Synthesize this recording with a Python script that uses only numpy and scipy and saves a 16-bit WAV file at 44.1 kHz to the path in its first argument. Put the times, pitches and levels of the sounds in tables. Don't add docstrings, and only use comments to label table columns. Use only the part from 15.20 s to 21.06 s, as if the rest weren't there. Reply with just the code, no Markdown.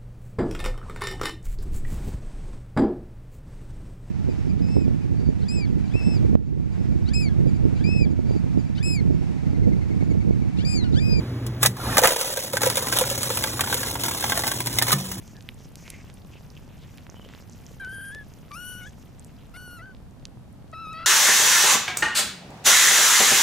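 import sys
import numpy as np
from scipy import signal
from scipy.fft import rfft, irfft
from scipy.io import wavfile

SR = 44100
rng = np.random.default_rng(int(sys.argv[2]) if len(sys.argv) > 2 else 0)


def unload_audio(sound):
    columns = np.transpose(np.atleast_2d(sound))
    steps = np.round(np.clip(columns, -1, 1) * 32767)
    wavfile.write(sys.argv[1], SR, steps.astype(np.int16))


N = 258426
CUTOFF_HZ = 15900

# f/Hz, relative density/dB
ROOM_IN_PHASE = [(12, -39), (20, -3.5), (134, 2.5), (248, -5), (357, -15.5), (802, -19.5), (2260, -32.5),
                 (10800, -42.5), (16000, -46)]
ROOM_ANTIPHASE = [(12, -36), (20, 4), (107, 0), (1710, -32), (3950, -34.5), (5680, -40), (14700, -41.5),
                  (16000, -59)]
# f/Hz, relative density/dB
FUR_SPECTRUM = [(1000, -1), (3000, 3.5), (6000, 0), (9000, -5.5), (16000, -8.5)]
# t/s, fur hiss level/dB, base rate of faint ticks/(1/s)
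STIRRING = [(0, -60, 50.6), (2.5, -59.5, 55.4), (4.2, -62.5, 33.4), (4.8, -90, 9), (5.86, -90, 7)]
# start t/s, end t/s, centre f/Hz, level/dB
RASP_STROKES = [(.0, .16, 6000, -62.5), (0.367, 0.475, 5800, -60), (0.561, 0.746, 5930, -58),
                (.629, .828, 2170, -54.5), (.63, .73, 12000, -67), (.7, 0.824, 6260, -62.5),
                (1.112, 1.2, 2630, -57.5), (1.573, 1.657, 3600, -63.5), (2.027, 2.165, 3030, -60.5),
                (2.3, 2.38, 5800, -62), (2.46, 2.567, 6340, -63.5), (3.613, 3.723, 6050, -60),
                (3.747, 3.842, 6000, -65.5), (4.034, 4.095, 7950, -66), (4.171, 4.205, 2940, -56)]
SQUEAK_STROKES = [(.14, .2, 1700, -56), (1.94, 1.995, 3026, -56), (1.995, 2.035, 3050, -54),
                  (2.03, 2.07, 3026, -57)]
# t/s, peak level/dB, ring f/Hz, ring length/cycles
WET_TICKS = [(.0779, -34, 6660, 2.5), (.167, -35, 4430, 2.5), (.2083, -32.5, 3700, 1.3),
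             (.225, -36, 6000, 1.6), (.2894, -20.5, 2800, 2.36), (.2896, -38, 11500, 10),
             (.3437, -41, 7920, 5.7), (.5564, -24, 6500, 1.2), (.6792, -27.5, 2300, 0.43),
             (.7011, -26, 9850, 7.2), (.7032, -19, 7000, 1.07), (.9004, -34, 2750, 1),
             (.9409, -36.5, 9420, 4.8), (1.3029, -36.5, 5130, 4.2), (1.3668, -39.5, 2900, 5.8),
             (1.3746, -37.5, 2820, 3.5), (1.775, -34.5, 5370, 0.76), (1.7828, -32.5, 2800, 1.3),
             (1.8673, -33.5, 1790, 1.04), (1.8993, -33, 6070, 5.4), (2.0893, -33.5, 2270, 0.64),
             (2.137, -32.5, 1930, 1.65), (2.1496, -37, 3610, 3.3), (2.2975, -36.5, 6540, 3.4),
             (2.3329, -36.5, 6080, 2.9), (2.4653, -33.5, 5970, 5.7), (2.6482, -29.5, 3240, 0.44),
             (2.9487, -26.5, 3700, 0.36), (3.1383, -37.5, 6300, 2.7), (3.282, -43, 2440, 1.4),
             (3.317, -29.5, 2190, 0.57), (3.9956, -32.5, 7800, 4.4), (4.0467, -31.5, 8400, 2.3),
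             (4.7488, -40, 3350, 2.0), (5.054, -19.5, 4600, 1.64), (5.516, -43, 6500, 2.3),
             (5.731, -37.5, 6960, 3)]
# t/s, peak level/dB
BEDDING_KNOCKS = [(2.059, -40), (2.511, -45), (2.957, -42.5)]
# first twitch t/s, last twitch t/s, relative level/dB, breath (+1 in, -1 out)
PURR_PHRASES = [(.024, .292, -46, -1), (.346, .735, -43, -1), (.79, 1.0, -45, -1), (1.047, 1.261, -43, -1),
                (1.313, 1.476, -41, -1), (1.57, 1.792, -46, -1), (1.893, 2.198, -40, 1),
                (2.29, 2.782, -44, -1), (2.9, 3.283, -45, -1), (3.38, 3.836, -45, -1),
                (3.89, 4.29, -47, -1), (4.368, 4.8, -44, -1), (4.917, 5.082, -46, -1),
                (5.171, 5.333, -47, -1), (5.386, 5.836, -45, -1)]
# t/s, pitch f/Hz, 1st partial level/dB, brightness (treble over 1st partial)/dB
MEW_CONTOURS = [
    [(2.602, 1561, -37, -21), (2.636, 1557, -37, -29), (2.648, 1508, -36, -30), (2.666, 1508, -36.5, -30),
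     (2.724, 1586, -39, -12), (2.882, 1599, -40.5, -9), (2.904, 1577, -41, -15), (2.956, 1743, -41.5, -22),
     (2.996, 1720, -41.5, -30), (3.03, 1667, -49.5, -17)],
    [(3.312, 1170, -42.5, -26), (3.33, 1155, -42.5, -20), (3.342, 1158, -43, -10), (3.37, 1399, -41.5, -13),
     (3.426, 1458, -42.5, -7.5), (3.492, 1469, -44, -0.5), (3.636, 1457, -46, -11), (3.656, 1506, -46, -24),
     (3.672, 1730, -44.5, -20), (3.685, 1680, -52, -12)],
    [(4.341, 1395, -49, -8), (4.363, 1444, -45.5, -9.5), (4.419, 1488, -47, -8.5),
     (4.543, 1433, -46.5, -9.5), (4.599, 1313, -48.5, -16), (4.611, 1330, -47, -28),
     (4.629, 1476, -45.5, -25), (4.669, 1570, -47.5, -51), (4.719, 1500, -50.5, -33),
     (4.735, 1456, -71, -32)],
    [(5.53, 1303, -41, -44), (5.54, 1302, -41, -33.5), (5.608, 1317, -39, -35.5), (5.68, 1270, -39, -29.5),
     (5.724, 1297, -39, -29), (5.732, 1286, -39, -26), (5.744, 1275, -39, -27), (5.832, 1340, -38, -38),
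     (5.85, 1410, -38, -39), (5.858, 1450, -38, -42)],
]
# left minus right/dB, 2nd and 3rd partial over 1st at brightness 0/dB,
# 4th over 3rd/dB, gain above 12 kHz/dB
MEW_BALANCE = [(2.5, -11, -25, -18, -9), (5.5, -2.5, -20.5, 9.5, 0), (2.5, -6, -10.5, -3.5, -0.5),
               (2.9, 3, -2.5, -7.5, -3)]
# f/Hz, gain/dB
THROAT_RESPONSE = [(6300, 1.5), (7800, -14.5), (9200, 2), (11500, 1), (13000, -2), (15500, -16)]
SUBHARMONIC_RESPONSE = [(700, -2), (2100, 1.5), (3400, -7.5), (4600, -2.5), (6500, -34)]
# start t/s, end t/s, subharmonic base level/dB, rasp (0-1)
VOICE_BREAKS = [(2.599, 2.648, -60.5, 0.68), (3.606, 3.662, -59.5, 0.45), (4.337, 4.374, -57, 0.82),
                (4.586, 4.62, -56, 0), (5.529, 5.544, -45.5, 0.16), (5.733, 5.847, -54, 0.81)]


def amp(db):
    return 10 ** (np.asarray(db) / 20)


def unit_rms(x):
    return x / np.sqrt(np.mean(x ** 2) + 1e-20)


def level_at(spectrum, hz):
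    freqs, levels = np.transpose(spectrum)
    return np.interp(np.log(hz), np.log(freqs), levels)


def pan(x, db):
    return x * amp([[db / 2], [-db / 2]])


def drift(hz, size):
    r = np.exp(-2 * np.pi * hz / SR)
    return unit_rms(signal.lfilter([1], [1, -2 * r, r * r], rng.standard_normal(size + 8000))[8000:])


def coloured(spectrum):
    hz = np.maximum(np.arange(N // 2 + 1) * SR / N, 1)
    return unit_rms(irfft(rfft(rng.standard_normal(N)) * amp(level_at(spectrum, hz)), N))


def resonance(x, hz, width_hz):
    r = np.exp(-np.pi * width_hz / SR)
    return signal.lfilter([1, 0, -1], [1, -2 * r * np.cos(2 * np.pi * hz / SR), r * r], x)


def room(in_phase_db=-47, antiphase_db=-50):
    common = amp(in_phase_db) * coloured(ROOM_IN_PHASE)
    return common + amp(antiphase_db) * coloured(ROOM_ANTIPHASE) * [[1], [-1]]


def fur(hiss_db, patchy_db=1.8, crackle_db=2.5):
    hiss = coloured(FUR_SPECTRUM) + 0.17 * coloured(FUR_SPECTRUM) * [[1], [-1]]
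    together, out = drift(13, N), 0
    for band_hz in ((900, 4200), (4200, 8500), (8500, 16000)):
        band = signal.sosfilt(signal.butter(2, band_hz, "band", fs=SR, output="sos"), hiss)
        out += amp(patchy_db * (together + drift(20, N)) + crackle_db * drift(250, N)) * band
    return amp(hiss_db) * out


def licking(edge_s=.025, grain_db=2.6):
    out = np.zeros(N)
    for strokes, relative_width in ((RASP_STROKES, .3), (SQUEAK_STROKES, .05)):
        for start, end, hz, db in strokes:
            width_hz = relative_width * hz
            n = np.arange(round(start * SR), round(end * SR))
            noise = resonance(rng.standard_normal(len(n) + 500), hz, width_hz)
            noise = resonance(noise, hz, 2 * width_hz)[500:]
            swell = np.clip(np.minimum(n / SR - start, end - n / SR) / edge_s, 0, 1)
            out[n] += amp(db + grain_db * drift(44, len(n))) * swell * unit_rms(noise)
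    return out


def tick(hz, cycles, tail_db=-21, tail_s=0.0033):
    t = np.arange(900) / SR
    age = t * hz / max(cycles, .5)
    ring = np.sin(2 * np.pi * hz * t) * age * 1000. ** -age
    scatter = amp(tail_db) * rng.standard_normal(900) * np.exp(-t / tail_s) * np.sqrt(hz / SR)
    ring += np.convolve(ring, scatter)[:900]
    narrow = 1 - 1 / (max(cycles, 1) + .5)
    band_hz = [hz * narrow, min(hz / narrow, CUTOFF_HZ)]
    ring = signal.sosfilt(signal.butter(2, band_hz, "band", fs=SR, output="sos"), ring)
    return ring / np.abs(ring).max()


def ticks_and_knocks(per_s, faint_db=-50, spread_db=2.0, pan_db=-2.5):
    out = np.zeros((2, N + 900))
    onsets = np.flatnonzero(rng.random(N) < per_s * amp(4 * drift(4, N)) / SR)
    softness, pitch, length = rng.random((len(onsets), 3)).T
    levels_db = faint_db - spread_db * np.log(softness + .1)
    faint = zip(onsets / SR, levels_db, 2500 * 4 ** pitch, 1.2 + 2.5 * length)
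    knocks = [(s, db, 470, 4) for s, db in BEDDING_KNOCKS]
    for s, db, hz, cycles in [*WET_TICKS, *knocks, *faint]:
        at = round(s * SR)
        out[:, at:at + 900] += amp(db) * pan(tick(hz, cycles), pan_db + rng.normal(0, 0.95))
    return out[:, :N]


def purr(twitch_hz=18.3, gain_db=8, between_db=-7, out_hz=400, in_hz=900):
    trains = np.zeros((2, N))
    for first, last, db, breath in PURR_PHRASES:
        count = round((last - first) * twitch_hz) + 1
        scatter = rng.standard_normal((count, 4)) * [.001, .003, 1.8, 2.5]
        strong_s = np.linspace(first, last, count) + 0.002095 + scatter[:, 0]
        weak_s = np.minimum(strong_s + .5 / twitch_hz + scatter[:, 1], (N - 1) / SR)
        train = trains[int(breath > 0)]
        train[(strong_s * SR).astype(int)] = breath * amp(db + scatter[:, 2])
        train[(weak_s * SR).astype(int)] = breath * amp(db + between_db + scatter[:, 3])
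    t = np.arange(-400, 100) / SR
    out = 0
    for train, hz in zip(trains, (out_hz, in_hz)):
        pressure = np.exp(-2 * np.pi * hz * np.where(t < 0, -.5 * t, 2.2 * t))
        puffs = signal.fftconvolve(train, pressure)[400:400 + N]
        closed_mouth = signal.butter(2, 3.5 * hz, fs=SR, output="sos")
        out += signal.sosfilt(closed_mouth, puffs)
    return amp(gain_db) * out


def voice_breaks(t, edge_s=0.0081):
    broken, subharmonic, rasp = 0, 0, 0
    for start, end, db, share in VOICE_BREAKS:
        gate = np.clip(np.minimum(t - start, end - t) / edge_s, 0, 1)
        broken += gate
        subharmonic += amp(db) * gate
        rasp += share * gate * np.clip((t - start) / (end - start) + .2, 0, 1)
    return broken, subharmonic, rasp


def mew(contour, second_db, third_db, fourth_db, top_db, shimmer_db=2.0, attack_s=.005, release_s=.012):
    times, *columns = np.transpose(contour)
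    n = np.arange(round((times[0] - attack_s) * SR), min(round((times[-1] + release_s) * SR), N))
    t, size = n / SR, len(n)
    hz, first, brightness = [np.interp(t, times, c) for c in columns]
    broken, subharmonic, rasp = voice_breaks(t)
    waver = .006 * drift(35, size)
    flutter = .011 * amp(4 * drift(12, size)) * drift(150, size)
    jitter = .09 * rasp ** 3 * drift(350, size)
    hz *= 1 + waver + flutter + jitter
    phase = 2 * np.pi * (np.cumsum(hz) / SR - hz * [[0], [2.6e-5]])
    second = first + second_db + 0.44 * brightness
    third = first + third_db + 0.43 * brightness - 4 * broken
    treble = first + brightness - 5.5
    voice = 0
    for k, db in enumerate((first, second, third, third + fourth_db), 1):
        voice += amp(db + 0.29 * k * shimmer_db * drift(250, size)) * np.sin(k * phase)
    for k in range(5, 13):
        noise = np.array([drift(600, size), drift(450, size)])
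        breath = (1 + broken) * amp(-12) * (noise + noise[0])
        tone = (1 - broken) * amp(2 * shimmer_db * drift(18, size))
        top = top_db * np.clip(k * hz / 1000 - 11.5, 0, 1)
        gain = amp(treble + level_at(THROAT_RESPONSE, k * hz) + top) * (k * hz < CUTOFF_HZ)
        voice += gain * (tone + breath) * np.sin(k * phase + k)
    for k in np.arange(6) + .5:
        upper_db = 12 * (np.minimum(3 * rasp, 1) - 1) * (k > 2)
        hoarse = amp(upper_db + 2 * shimmer_db * drift(160, size))
        voice += subharmonic * amp(level_at(SUBHARMONIC_RESPONSE, k * hz)) * hoarse * np.sin(k * phase)
    edges = np.clip(1 + np.minimum((t - times[0]) / attack_s, (times[-1] - t) / release_s), 0, 1) ** 2
    return n, np.sqrt(2) * edges * voice


def kitten():
    out = np.zeros((2, N))
    for contour, (pan_db, *partials_db) in zip(MEW_CONTOURS, MEW_BALANCE):
        n, voice = mew(contour, *partials_db)
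        out[:, n] += pan(voice, pan_db)
    return out


def scene():
    times, *columns = np.transpose(STIRRING)
    hiss_db, ticks_per_s = [np.interp(np.arange(N) / SR, times, c) for c in columns]
    background = room() + fur(hiss_db)
    washing = pan(licking(), db=-0.2) + ticks_and_knocks(ticks_per_s)
    return background + washing + pan(purr(), db=-5) + kitten()


def record(dry):
    return signal.sosfilt(signal.cheby2(14, 70, CUTOFF_HZ + 300, fs=SR, output="sos"), dry)


dry = scene()
out = record(dry)
unload_audio(out)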